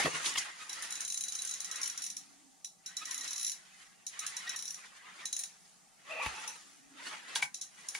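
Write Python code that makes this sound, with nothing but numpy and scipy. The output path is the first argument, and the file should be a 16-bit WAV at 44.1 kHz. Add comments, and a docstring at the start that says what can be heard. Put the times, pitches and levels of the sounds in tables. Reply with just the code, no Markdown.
"""Inside a small padded fishing tent on the ice, a reel is turned in short spells close to a two-port microphone.
Its clicker spring ticks over the spool's teeth: noise bursts ring spool and rod, and the spring sings one note.
Around it a nylon jacket rustles (patchy noise) and zips (gliding notes), and plastic parts knock (damped modes).
A boot drags (stick-slip pulses) and thumps (damped swings); a heater hums and hisses (filtered noise)."""
import sys
import numpy as np
from scipy import signal
from scipy.fft import rfft, irfft, next_fast_len
from scipy.io import wavfile
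from scipy.ndimage import uniform_filter1d, map_coordinates

SR = 44100
rng = np.random.default_rng(int(sys.argv[2]) if len(sys.argv) > 2 else 0)


def linear_from_db(decibels):
    """Turn decibels (scalar or array-like) into linear amplitude factors; 0 gives 1."""
    return 10 ** (np.asarray(decibels, float) / 20)


def dump(signal):
    """Clip the signal to [-1, 1] and save it as 16-bit WAV at the path in sys.argv[1]."""
    limited = np.clip(np.atleast_2d(signal).T, -1, 1)
    pcm = np.round(limited * 32767).astype(np.int16)
    wavfile.write(sys.argv[1], SR, pcm)


N = 352359

# clicker ticks: (start [s], level [dB], rattle over level [dB], spring ring before its common gain [dB])
TICKS = [(0.6935, -28.5, 4.5, -43), (0.7283, -28.5, 2.5, -52), (0.823, -25.5, -8, -54),
         (0.905, -23, -5, -46), (0.9227, -24, 0, -44.5), (0.9533, -27.5, 3.5, -44),
         (1.005, -24.5, 3.5, -44), (1.0482, -28, 6.5, -46), (1.077, -26.5, 4, -51), (1.1, -23.5, 1, -39.5),
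         (1.121, -24, 0.5, -55), (1.142, -24, 1.5, -41), (1.1732, -23, 2.5, -62), (1.207, -23, -1, -43.5),
         (1.236, -24.5, 2.5, -40), (1.282, -24.5, 1, -40.5), (1.3207, -27, 4, -53),
         (1.3507, -26.5, 4.5, -47.5), (1.3866, -27.5, 3, -38.5), (1.4182, -25, -4, -47.5),
         (1.4487, -25, -0.5, -56.5), (1.472, -29.5, 6, -45.5), (1.4914, -26.5, 1, -53.5),
         (1.51, -28, 5.5, -43), (1.537, -28, 7, -48), (1.6021, -26, 1.5, -44.5), (1.6439, -25.5, 4, -46),
         (1.712, -25.5, 2.5, -46), (1.7568, -26.5, 3, -45.5), (1.814, -24.5, -1, -56.5),
         (1.8298, -24.5, 8.5, -63), (1.8413, -29, 2.5, -53.5), (1.8577, -25, 4, -54.5),
         (1.875, -23, -5.5, -51.5), (1.897, -24.5, 3.5, -49.5), (1.975, -28, 6.5, -53),
         (2.0193, -26.5, 4.5, -48), (2.039, -24, 1.5, -53), (2.0627, -26, 3.5, -56), (2.1, -26.5, 3, -54.5),
         (2.166, -27, 4.5, -52.5), (2.645, -27.5, 3.5, -49), (2.8604, -29, 6.5, -45.5),
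         (2.9669, -27.5, 8.5, -39), (3.053, -29.5, 7, -48), (3.109, -23.5, 2, -48),
         (3.1431, -26, 3.5, -45.5), (3.177, -26.5, 4, -51), (3.2086, -28.5, 5.5, -45.5),
         (3.2421, -29.5, 2, -51.5), (3.276, -28.5, 7, -44), (3.306, -28, 4.5, -51),
         (3.3298, -25.5, 3, -43.5), (3.359, -27, 5, -48.5), (3.3781, -27.5, 6, -48),
         (3.3955, -23.5, -6.5, -43), (3.4104, -24, 2, -50), (3.4286, -23, -1, -42), (3.4457, -23, 4.5, -45),
         (3.464, -25.5, 6.5, -41), (3.4777, -25, 3, -46.5), (3.4944, -24, 3, -51), (3.516, -26, 4, -46.5),
         (4.0653, -26.5, 5, -49), (4.191, -24, 1.5, -45), (4.264, -23, 2.5, -46.5),
         (4.366, -24.5, 2.5, -42.5), (4.4919, -25, 4.5, -40.5), (4.56, -25, 2.5, -48),
         (4.589, -27.5, 4, -48.5), (4.6226, -28.5, 2.5, -49), (4.653, -31, 5.5, -47),
         (4.6775, -31, 7.5, -59.5), (4.705, -28, 2.5, -65.5), (4.743, -31, 4.5, -60),
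         (5.254, -23.5, 2.5, -40.5), (5.327, -23, 4.5, -38.5), (5.364, -22.5, 0, -50),
         (5.3905, -23.5, 1, -46.5), (5.412, -35.5, 2, -54), (5.435, -24.5, 1, -47.5), (6.476, -26, -1, -50),
         (7.5428, -25.5, 3, -45), (7.6123, -27, 6.5, -48), (7.885, -26, 3.5, -53.5)]
# spectrum of crisp nylon rustle, shared by knocks and spool hiss: (frequency [Hz], relative level per Hz [dB])
CRISP = [(1470, -21), (2500, -11), (3520, -6.5), (4890, -3), (6690, 0.5), (8290, -7.5), (9730, -2.5),
         (14100, -38), (15500, -23)]
LEAD_S = 0.0021  # the spring slips off the tooth this long before it lands


def unit(x):
    """Scaled to rms 1."""
    return x / np.sqrt(np.mean(x ** 2) + 1e-20)


def along(points, hz):
    """(Hz, value) points read on a log frequency axis."""
    f, v = np.transpose(points)
    return np.interp(np.log(hz + 1), np.log(f + 1), v)


def curves(rows):
    """One value per sample for each column after the time."""
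    s, *cols = np.transpose(rows)
    return [np.interp(np.arange(N) / SR, s, c) for c in cols]


def wobble(rate):
    """A smooth random curve, rate knots a second."""
    knots = rng.standard_normal(int(N * rate / SR) + 4)
    return map_coordinates(knots, [np.arange(N) * rate / SR])


def filtered(x, response):
    """x times a complex response of frequency."""
    m = next_fast_len(N + SR // 2)
    return irfft(rfft(x, m) * response(np.fft.rfftfreq(m, 1 / SR)), m)[..., :N]


def resonant(peaks):
    """Causal response of (Hz, width Hz, dB) resonances, summed with alternating sign."""
    def response(f):
        total = 0
        for k, (centre, width, db) in enumerate(peaks):
            loss = 1j * f * width
            total = total + (-1) ** k * linear_from_db(db) * loss / (centre * centre - f * f + loss)
        return total
    return response


def turned(drive, peaks, share, shift):
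    """A moving resonance group: a cross-fade of a lowered and a raised set."""
    share = np.clip(share, 0, 1)
    raised = filtered(drive, lambda f: resonant(peaks)(f / shift))
    lowered = filtered(drive, lambda f: resonant(peaks)(f * shift))
    return share * raised + (1 - share) * lowered


def spread(pair):
    """Two unrelated signals mixed into left and right, as alike as the two microphone ports hear them."""
    # likeness of the ports: (frequency [Hz], left-right correlation [0-1])
    likeness = [(50, 0), (300, 0.01), (700, 0.225), (1400, 0.042), (3100, 0.55), (4500, 0.43), (6800, 0)]

    def mid_side_gains(hz):
        angle = np.arccos(np.clip(along(likeness, hz), -1, 1)) / 2
        return np.array([np.cos(angle), np.sin(angle)])
    mid, side = filtered(pair, mid_side_gains)
    return np.array([mid + side, mid - side])


def rush(spectrum, patchy_db, size=512, bass=((0, 0),)):
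    """Stereo noise of rms 1 with short narrow patches of random gain; bass is a (s, dB) curve for the low end."""
    hz, s, z = signal.stft(rng.standard_normal((2, N)), SR, nperseg=size)
    field = uniform_filter1d(rng.standard_normal(z.shape[1:]), size=3, axis=0)
    field = uniform_filter1d(field, size=3072 // size, axis=1)
    low_db = np.interp(s, *np.transpose(bass)) / (1 + (hz[:, None] / 892) ** 4)  # fades out around 892 Hz
    pair = signal.istft(z * linear_from_db(patchy_db * unit(field) + low_db), nperseg=size)[1][:, :N]
    return unit(spread(filtered(pair, lambda hz: linear_from_db(along(spectrum, hz)))))


def add(track, s, sound):
    """Mix a sound into a track from time s."""
    part = track[..., round(s * SR):][..., :sound.shape[-1]]
    part += sound[..., :part.shape[-1]]


def tent(x):
    """The quilted walls answer briefly, differently at each port: x convolved with decaying noise."""
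    # decay of the walls' answer: (frequency [Hz], t60 [s])
    wall_decay = [(2000, 0.158), (6000, 0.026), (12000, 0.067)]
    hz, t, z = signal.stft(rng.standard_normal((2, SR // 3)), SR, nperseg=256)
    tail = signal.istft(z * linear_from_db(-60 * t / along(wall_decay, hz)[:, None]), SR, nperseg=256)[1]
    late = np.pad(x, (150, 0))[None]  # 150 samples of delay
    return signal.fftconvolve(late, tail / np.linalg.norm(tail[0]), axes=1)[:, :N]


def heater():
    """Steady gas hiss with a wavering burner note, fuzzy as noise through a narrow resonance."""
    # hiss spectrum: (frequency [Hz], relative level per Hz [dB])
    hiss_spectrum = [(15, -51), (25, -12.5), (91, -23), (178, -0.5), (267, -11), (482, -16), (537, -18.5),
                     (782, -4.5), (945, -13), (1020, -27), (1110, -11.5), (2060, -34), (6730, -12),
                     (9550, -16), (15500, -36)]
    # burner note: (time [s], level [dB])
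    hum_levels = [(0, -80), (1.7, -85.5), (1.9, -74.5), (2.5, -68), (2.7, -94.5), (3.25, -67.5),
                  (3.6, -107.5), (6.3, -98), (6.45, -89.5), (6.95, -63), (7.05, -67), (7.55, -79),
                  (7.65, -99)]
    note_shape = resonant([(275, 40, 0)])
    note = unit(filtered(rng.standard_normal((2, N)), lambda f: note_shape(f) ** 2))
    hiss = linear_from_db(-66) * rush(hiss_spectrum, patchy_db=2.0)
    return hiss + linear_from_db(curves(hum_levels)[0]) * spread(note)


def thumps():
    """A boot on the ice gives a damped swing and a short noisy scuff."""
    # boot blows: (time [s], level [dB], pitch [Hz], t60 [s])
    boot_blows = [(.001, -28, 811, 0.054), (0.048, -27, 276.3, 0.054), (0.053, -32.5, 164, 0.1),
                  (.058, -20, 651, 0.0168), (.059, -27.5, 1250, 0.0176), (0.067, -24, 410, 0.0143),
                  (.069, -24.5, 1110, .02), (0.079, -26.5, 497, 0.021), (0.14, -49, 156, 0.24),
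                  (6.262, -38.5, 61.7, 0.164), (6.2636, -22, 1060, 0.0041), (6.266, -39.5, 108, 0.089),
                  (7.429, -55, 146, 0.13)]
    out, t = np.zeros(N), np.arange(SR // 3) / SR
    for s, db, hz, t60 in boot_blows:
        swing = linear_from_db(-60 * t / t60) * np.sin(2 * np.pi * hz * t)
        scuff = 0.07 * linear_from_db(-60 * t / 0.0092) * rng.standard_normal(len(t))
        add(out, s, linear_from_db(db) * (swing + scuff))
    return out


def drag():
    """A boot drags over the ice: stick-slip pulses at an unsteady rate ring the rubber sole."""
    # the drag: (time [s], mean slip rate [1/s], level before flutter [dB])
    slip_course = [(6.04, 530, -75.5), (6.1, 626.5, -46), (6.19, 610, -41), (6.21, 1140, -39),
                   (6.26, 910, -44), (6.29, 834, -60.5), (6.33, 737, -55), (6.37, 900, -53),
                   (6.45, 920, -58.5), (6.55, 920, -63.5), (6.62, 1100, -83)]
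    # sole resonances: (centre [Hz], width [Hz], relative level [dB])
    sole_modes = [(512.5, 93, 2), (847.4, 100, 4), (1140, 18, 5), (1250, 55, -5), (1950, 100, -5.5),
                  (2390, 104, 2), (2650, 166, 1.5)]
    rate, db = curves(slip_course)
    turns = np.cumsum(rate * (1 + .06 * wobble(150))) / SR
    slips = np.diff(np.floor(turns), prepend=0) * (1 + 0.4 * rng.standard_normal(N))
    sole = unit(filtered(slips, resonant(sole_modes))) * linear_from_db(db + 3.2 * wobble(60))
    return sole * (db > -74)


def knocks():
    """Every blow rings most the plastic modes nearest its own pitch, a little roughly, with a crisp crack."""
    # knocks: (time [s], level [dB], crack over level [dB], favoured pitch [Hz])
    plastic_blows = [(0.26, -18.5, -14, 3520), (4.844, -41, -36, 1950), (6.261, -23, -16.5, 3000),
                     (7.3564, -16.5, -8.5, 3430), (7.3573, -24.5, -26.5, 1430), (7.4244, -14, -14.5, 2135),
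                     (7.949, -23, -10, 2275), (7.958, -35.5, -6, 2080)]
    # modes of the plastic: (frequency [Hz], level before pitch and chance [dB], t60 [s])
    plastic_modes = [(847, 6, 0.044), (1011, 1, 0.06), (1585, -5.5, 0.0421), (1900, -5.5, 0.019),
                     (2260, -4, 0.036), (2960, -6, 0.015), (3379, -5, 0.019), (3815, -13.5, 0.046),
                     (3980, -4.5, 0.017), (4537, -8, 0.056)]
    graze_s, build_cycles = 0.0054, 2.14  # a knock grazes before it lands; each mode builds up over some cycles
    body, cracks, t = np.zeros(N), np.zeros((2, N)), np.arange(SR // 5) / SR
    hz, mode_db, t60 = np.transpose(plastic_modes)[..., None]
    for s, db, crack_db, centre_hz in plastic_blows:
        chance = rng.normal(0, 2, mode_db.shape)
        strength = mode_db + chance - 18 * np.abs(np.log2(hz / centre_hz))  # 18 dB less an octave away
        drift = .05 * np.cumsum(rng.standard_normal((len(hz), len(t))), axis=1)  # roughens the phase
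        swell = 1 - np.exp(-t * hz / build_cycles)
        modes = swell * linear_from_db(strength - 60 * t / t60) * np.sin(2 * np.pi * hz * t + drift)
        add(body, s, linear_from_db(db) * np.sum(modes, axis=0))
        fade = (1 - np.exp(-t / graze_s)) * linear_from_db(-60 * t / 0.14)
        add(cracks, s - graze_s, linear_from_db(db + crack_db) * fade * rng.standard_normal((2, len(t))))
    colour = lambda f: linear_from_db(along(CRISP, f) + 4.6 * np.log2(f / 6000 + 1))  # crisp, tilted to the treble
    return body, spread(filtered(cracks, colour))


def jacket():
    """Nylon sleeves rub in swelling strokes of patchy noise; creases crackle on top."""
    # strokes: (peak time [s], level [dB], rise by 20 dB [s], fall by 20 dB [s], crisp rustle over rubbing [dB])
    # the sign of rise and fall does not count
    strokes = [(.003, -36, -0.5, 0.11, -2), (0.039, -36, -2, 0.06, -3), (0.06, -33, .04, .04, -6),
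               (.12, -44.5, -2.5, 0.3258, -1), (0.157, -37, -0.05, 0.0914, -3),
               (0.199, -39.5, 0, 0.0652, -5.5), (.248, -39, .015, 0.1112, -6.5),
               (0.267, -38.5, 0.07, 0.1335, 4.5), (0.358, -32, -0.0035, 0.01, -15),
               (0.385, -37, 0.0233, 0.0418, 7.5), (0.408, -48.5, -0.05, 0.1429, 3.5),
               (0.458, -44.5, -1, 0.21, -8), (0.618, -50, 0.1, 0.1444, 0), (.76, -47.5, 0.23, 0.1961, -4),
               (.85, -45.5, 0.26, 0.27, -0.5), (1.03, -49, 0.2142, 0.0926, 4), (1.461, -53.5, 0.7, 1, 6),
               (1.779, -46.5, 0.27, 0.41, -3), (2.029, -54, 0.27, 0.05, 3), (2.902, -58, 0.1, 1.8, -6),
               (3.02, -51, 0.09, 0.47, -1.5), (3.085, -49.5, -0.04, 0.38, 0),
               (3.237, -47.5, -0.01, 0.3212, 2), (3.55, -61, 0.14, 0.5, -1), (3.82, -59.5, 0.4, -0.22, 0),
               (4.138, -50, -0.05, 0.9, -6.5), (4.234, -47, 0.03, 0.34, -3.5),
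               (4.43, -49, -0.36, 0.4, -3.5), (4.54, -45.5, -0.18, -0.05, -9),
               (4.78, -56.5, 0.0244, 0.2954, -0.5), (4.86, -56, -0.1, 0.06, -3),
               (4.975, -55, -0.1, -0.04, -3), (5.07, -53.5, 0.17, 0.37, -12), (5.21, -49, 0.12, 0.1, -6.5),
               (5.4, -59.5, 0.38, 0.34, 6.5), (5.657, -69, 0.1, 0.5, 5.5),
               (6.109, -48.5, -0.104, 0.4653, -8), (6.231, -39.5, 0.03, 0.25, -6.5),
               (6.441, -46, 0.3452, 0.16, -4), (6.547, -55.5, 0.28, 0.2, 2.5), (6.7, -64.5, 1.2, 0.5, 4.5),
               (7.0, -51, 0.1, 0.4046, -19), (7.079, -43.5, 0.1243, 0.0925, -3.5),
               (7.129, -46, 0.0758, 0.23, -6), (7.291, -47.5, 0.04, 0.15, -7), (7.4, -44.5, 0.22, 0.07, -7),
               (7.72, -66, 1, -2.5, 2.5), (7.79, -57.5, .08, 8.5, -0.5), (7.99, -49, -0.03, 1.4, -3)]
    # rubbing spectrum: (frequency [Hz], relative level per Hz before the bass curve [dB])
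    rub_spectrum = [(50, -56), (150, -22), (250, -16.5), (530, -14.5), (681, -12), (802, -10), (1280, -3),
                    (1600, -3), (1950, 0), (2300, -5), (2950, -6), (5000, -14.5), (6500, -51),
                    (11000, -120)]
    # bass of the rubbing: (time [s], gain [dB])
    rub_bass = [(0, 8.5), (.3, 3), (.36, -2.5), (1.1, 1.5), (2.9, -6), (4.2, -8.5), (4.6, -1.5), (5.1, 1.5),
                (7, 3)]
    s, db, rise, fall, crisp_db = np.transpose(strokes)[..., None]
    grid = np.arange(0, N / SR, 1 / 500)  # levels are set every 2 ms
    distance = np.abs(np.where(grid > s, (grid - s) / fall, (s - grid) / rise))
    stroke_db = db - 20 * distance ** 0.96  # an exponent above 1 would round a stroke's top

    def total_level(each_db):
        return np.interp(np.arange(N) / SR, grid, np.sqrt(np.sum(linear_from_db(each_db) ** 2, axis=0)))
    rub = rush(rub_spectrum, patchy_db=3.7, size=1024, bass=rub_bass)
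    creases = linear_from_db(0.5 * wobble(90) + wobble(600))
    crisp = unit(creases * rush(CRISP, patchy_db=2.5))
    return total_level(stroke_db) * linear_from_db(0.96 * wobble(60)) * rub + total_level(stroke_db + crisp_db) * crisp


def zips():
    """The weave sings as ribs of thread zip over each other: short gliding, blurred notes with two overtones."""
    # zips: (centre [s], half-length [s], first pitch [Hz], last pitch [Hz], level before flutter [dB],
    #        step from one overtone to the next [dB])
    weave_notes = [(.038, 0.0111, 2625, 2624, -35, -8), (0.36, .014, 990, 992.6, -44, 6.5),
                   (0.38, .014, 1067, 1070, -43, 6), (.46, 0.0378, 1650, 1579, -52, -17),
                   (0.614, 0.0523, 1300, 1247, -52, -2), (0.829, 0.095, 1804, 1800, -53.5, -10),
                   (1.759, 0.195, 1950, 1863, -52, -10.5), (1.787, .06, 1280, 1167, -57, -8.5),
                   (2.905, 0.051, 1500, 1588, -57.5, -18.5), (2.951, 0.097, 1900, 1950, -58, -11.5),
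                   (3.027, .03, 1246, 1289, -46.5, -2.5), (3.094, 0.053, 1970, 1950, -47, -13.5),
                   (3.117, 0.061, 1000, 970, -61, -8), (3.229, 0.087, 1867, 1920, -55, -7),
                   (4.231, 0.0633, 1270, 1298, -50.5, -2), (4.489, 0.0475, 1887, 1900, -46, -5),
                   (4.549, .08, 1950, 1784, -50, -16), (5.067, 0.095, 950, 1093, -60.5, -7),
                   (5.206, 0.0475, 2280, 2260, -53.5, -12), (5.245, 0.033, 1779, 1900, -50, -16.5),
                   (7.078, .03, 1446, 1458, -47, 1), (7.135, 0.077, 860, 848, -56, -2.5),
                   (7.32, .06, 2630, 2680, -53, -7.5)]
    out, order = np.zeros((2, N)), np.arange(1, 4)[:, None]
    wander = .055 * np.cumsum(rng.standard_normal(N))  # the phase drifts at random from sample to sample
    for s, half_s, first_hz, last_hz, db, step_db in weave_notes:
        u = np.linspace(0, 1, round(2 * half_s * SR) + 8)
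        start = s - half_s
        glide = np.cumsum(first_hz + (last_hz - first_hz) * u) / SR
        phase = 2 * np.pi * glide + wander[round(start * SR):][:len(u)]
        note = np.sum(linear_from_db(step_db * (order - 1)) * np.sin(order * phase), axis=0)
        add(out, start, linear_from_db(db) * np.sin(np.pi * u) ** 4 * note)
    port_flutter = 1.7 * np.array([wobble(44), wobble(40)])
    return out * linear_from_db(4 * wobble(100) + port_flutter)


def whirr():
    """The spool hisses while it turns, the more the faster the ticks come."""
    level_db, lag_s = -68.5, 0.026  # level at one tick a second; lag behind the ticks
    marks = np.zeros(N)
    marks[np.round(np.transpose(TICKS)[0] * SR).astype(int)] = SR
    rate = np.abs(filtered(marks, lambda f: 1 / (1 + 2j * np.pi * f * lag_s / 2) ** 2))
    return linear_from_db(level_db) * rate ** 0.44 * rush(CRISP, patchy_db=5.5)


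def spring():
    """The clicker spring rings on one note, which wall echoes make waver; each next tooth damps it."""
    # the spring: (pitch [Hz], t60 of the ping [s], t60 of the after-ring [s], after-ring under ping [dB])
    spring_note = (3942, .062, .22, -9)
    pitch_hz, ping_s, after_s, after_db = spring_note
    t = np.arange(SR // 4) / SR
    ping = linear_from_db(-60 * t / ping_s) ** 2 + linear_from_db(after_db - 60 * t / after_s) ** 2
    ping = ping * (1 - np.exp(-t / 0.004)) ** 2
    energy = np.zeros(N)
    for s, _, _, ring_db in TICKS:
        energy[round(s * SR):] *= linear_from_db(-5) ** 2  # what still rings is damped by 5 dB
        add(energy, s + LEAD_S, linear_from_db(ring_db) ** 2 * ping)
    note = np.exp(2j * np.pi * np.cumsum(pitch_hz + 14 * wobble(60)) / SR)
    beat = linear_from_db(1.5 * wobble(80) + 1.2 * np.array([wobble(60), wobble(60)]))
    ports = np.imag(note * np.exp([[.3j], [-.3j]]))  # a small phase offset between the ports
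    return linear_from_db(6.0) * np.sqrt(np.abs(energy)) * beat * ports


def reel():
    """Each tick snaps into the spool, a diffuse rattle follows, and the landing shakes the reel foot and rod."""
    # lower and upper spool resonances: (centre before turning [Hz], width before turning [Hz], level [dB])
    spool_low = [(3880, 323, -12.5), (5914, 205, 6.5), (6383, 500, 4.5), (6870, 920, -4.5)]
    spool_top = [(9690, 350, 9.5), (10500, 2100, -13.5), (12130, 1100, -16)]
    # reel foot and rod: (centre [Hz], width [Hz], level [dB])
    rod_modes = [(1900, 280, -8), (2760, 590, -6.5)]
    # the hand turns the reel and higher or lower modes face the ports:
    # (time [s], share of raised modes in the lower group [0-1], in the upper group [0-1])
    hand_turn = [(.7, 0.44, 0.63), (1.1, 0.66, 0), (1.55, 0.67, 0), (1.9, 0.44, 0.69), (2.9, 0.47, 0.38),
                 (3.45, 0.47, 0.96), (4.2, 0.59, 0), (4.7, 0.36, 0.6), (5.3, 0.68, 0.03), (6.48, .05, 0.6),
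                 (7.6, 0.54, 0.05)]
    lead, snap_s = 0.5, .0003  # strength of the slip off the tooth; time in which a blow peaks
    snap_db, top_db, top_scatter_db = 6.5, -9, 1.5  # snap and upper band over the tick's level; chance in the latter
    t = np.arange(SR // 4) / SR

    def blow(u):
        u = np.maximum(u, 0) / snap_s
        return u * np.exp(1 - u)
    snap = lead * blow(t) + blow(t - LEAD_S)
    jab = linear_from_db(snap_db) * snap
    burst = np.exp(-t / .004)  # the share that dies first, beside a steadier part
    rattle = (1 - np.exp(-t / 0.0017)) * linear_from_db(-60 * t / 0.19) * (0.72 + burst)
    shiver = (1 - np.exp(-t / LEAD_S)) * linear_from_db(-60 * t / .03)
    low, top, jolt = np.zeros((3, 2, N))
    for s, db, rattle_db, _ in TICKS:
        noise = rng.standard_normal((2, 2, len(t)))  # lower and upper group, each with mid and side
        strength = np.sqrt(np.sum((snap * noise) ** 2, axis=-1, keepdims=True) / np.sum(snap ** 2))
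        noise = noise / strength ** np.clip(snap, 0, 1)  # evens out the strength of the snaps
        click = np.zeros((2, len(t)))
        lag = rng.integers(7)  # samples by which the side echo lags
        for at, size in ((0, lead), (round(LEAD_S * SR), 1)):
            click[0, at] = click[1, at + lag] = linear_from_db(19) * size * rng.choice([-1, 1])
        tick_top_db = db + top_db + top_scatter_db * rng.standard_normal()
        add(low, s, linear_from_db(db) * ((linear_from_db(rattle_db) * rattle + jab) * noise[0] + click))
        add(top, s, linear_from_db(tick_top_db) * ((rattle + 0.5 * jab) * noise[1] + 0.6 * click))
        add(jolt, s, linear_from_db(db) * shiver * noise[1])
    low_share, top_share = curves(hand_turn)
    spool = turned(low, spool_low, low_share, shift=1.04) + turned(top, spool_top, top_share, shift=1.022)
    return spread(spool + filtered(jolt, resonant(rod_modes)))


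def scene():
    """Everything in the tent; the walls answer the boots, the drag and the ringing plastic."""
    body, cracks = knocks()
    blows = filtered(body + drag(), lambda f: 1 / (1 - 300j / (f + 1)) ** 2)  # small parts radiate little bass
    blows = blows + linear_from_db(-7.0) * tent(blows)
    boots = filtered(thumps(), lambda f: 1 / (1 - 40j / (f + 1)) ** 3)
    boots = boots + linear_from_db(-13) * tent(boots)
    return heater() + boots + blows + cracks + jacket() + zips() + whirr() + spring() + reel()


def low_pass(x):
    """Removes everything above the highest recorded frequency."""
    return signal.sosfilt(signal.butter(12, 15790, fs=SR, output="sos"), x)


def record(dry):
    """The two microphone ports differ in tone, and nothing from 15.8 kHz up is kept."""
    # balance of the ports: (frequency [Hz], left minus right [dB])
    port_lean = [(100, 0.5), (1500, 0), (5500, 0), (7500, -3), (9000, 4), (14000, 2.5)]

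    def port_gains(hz):
        half_db = along(port_lean, hz) / 2
        return (hz < 15800) * linear_from_db(half_db * np.array([[1], [-1]]))
    ports = filtered(dry, port_gains)
    return low_pass(ports)


dry = scene()
out = record(dry)
dump(out)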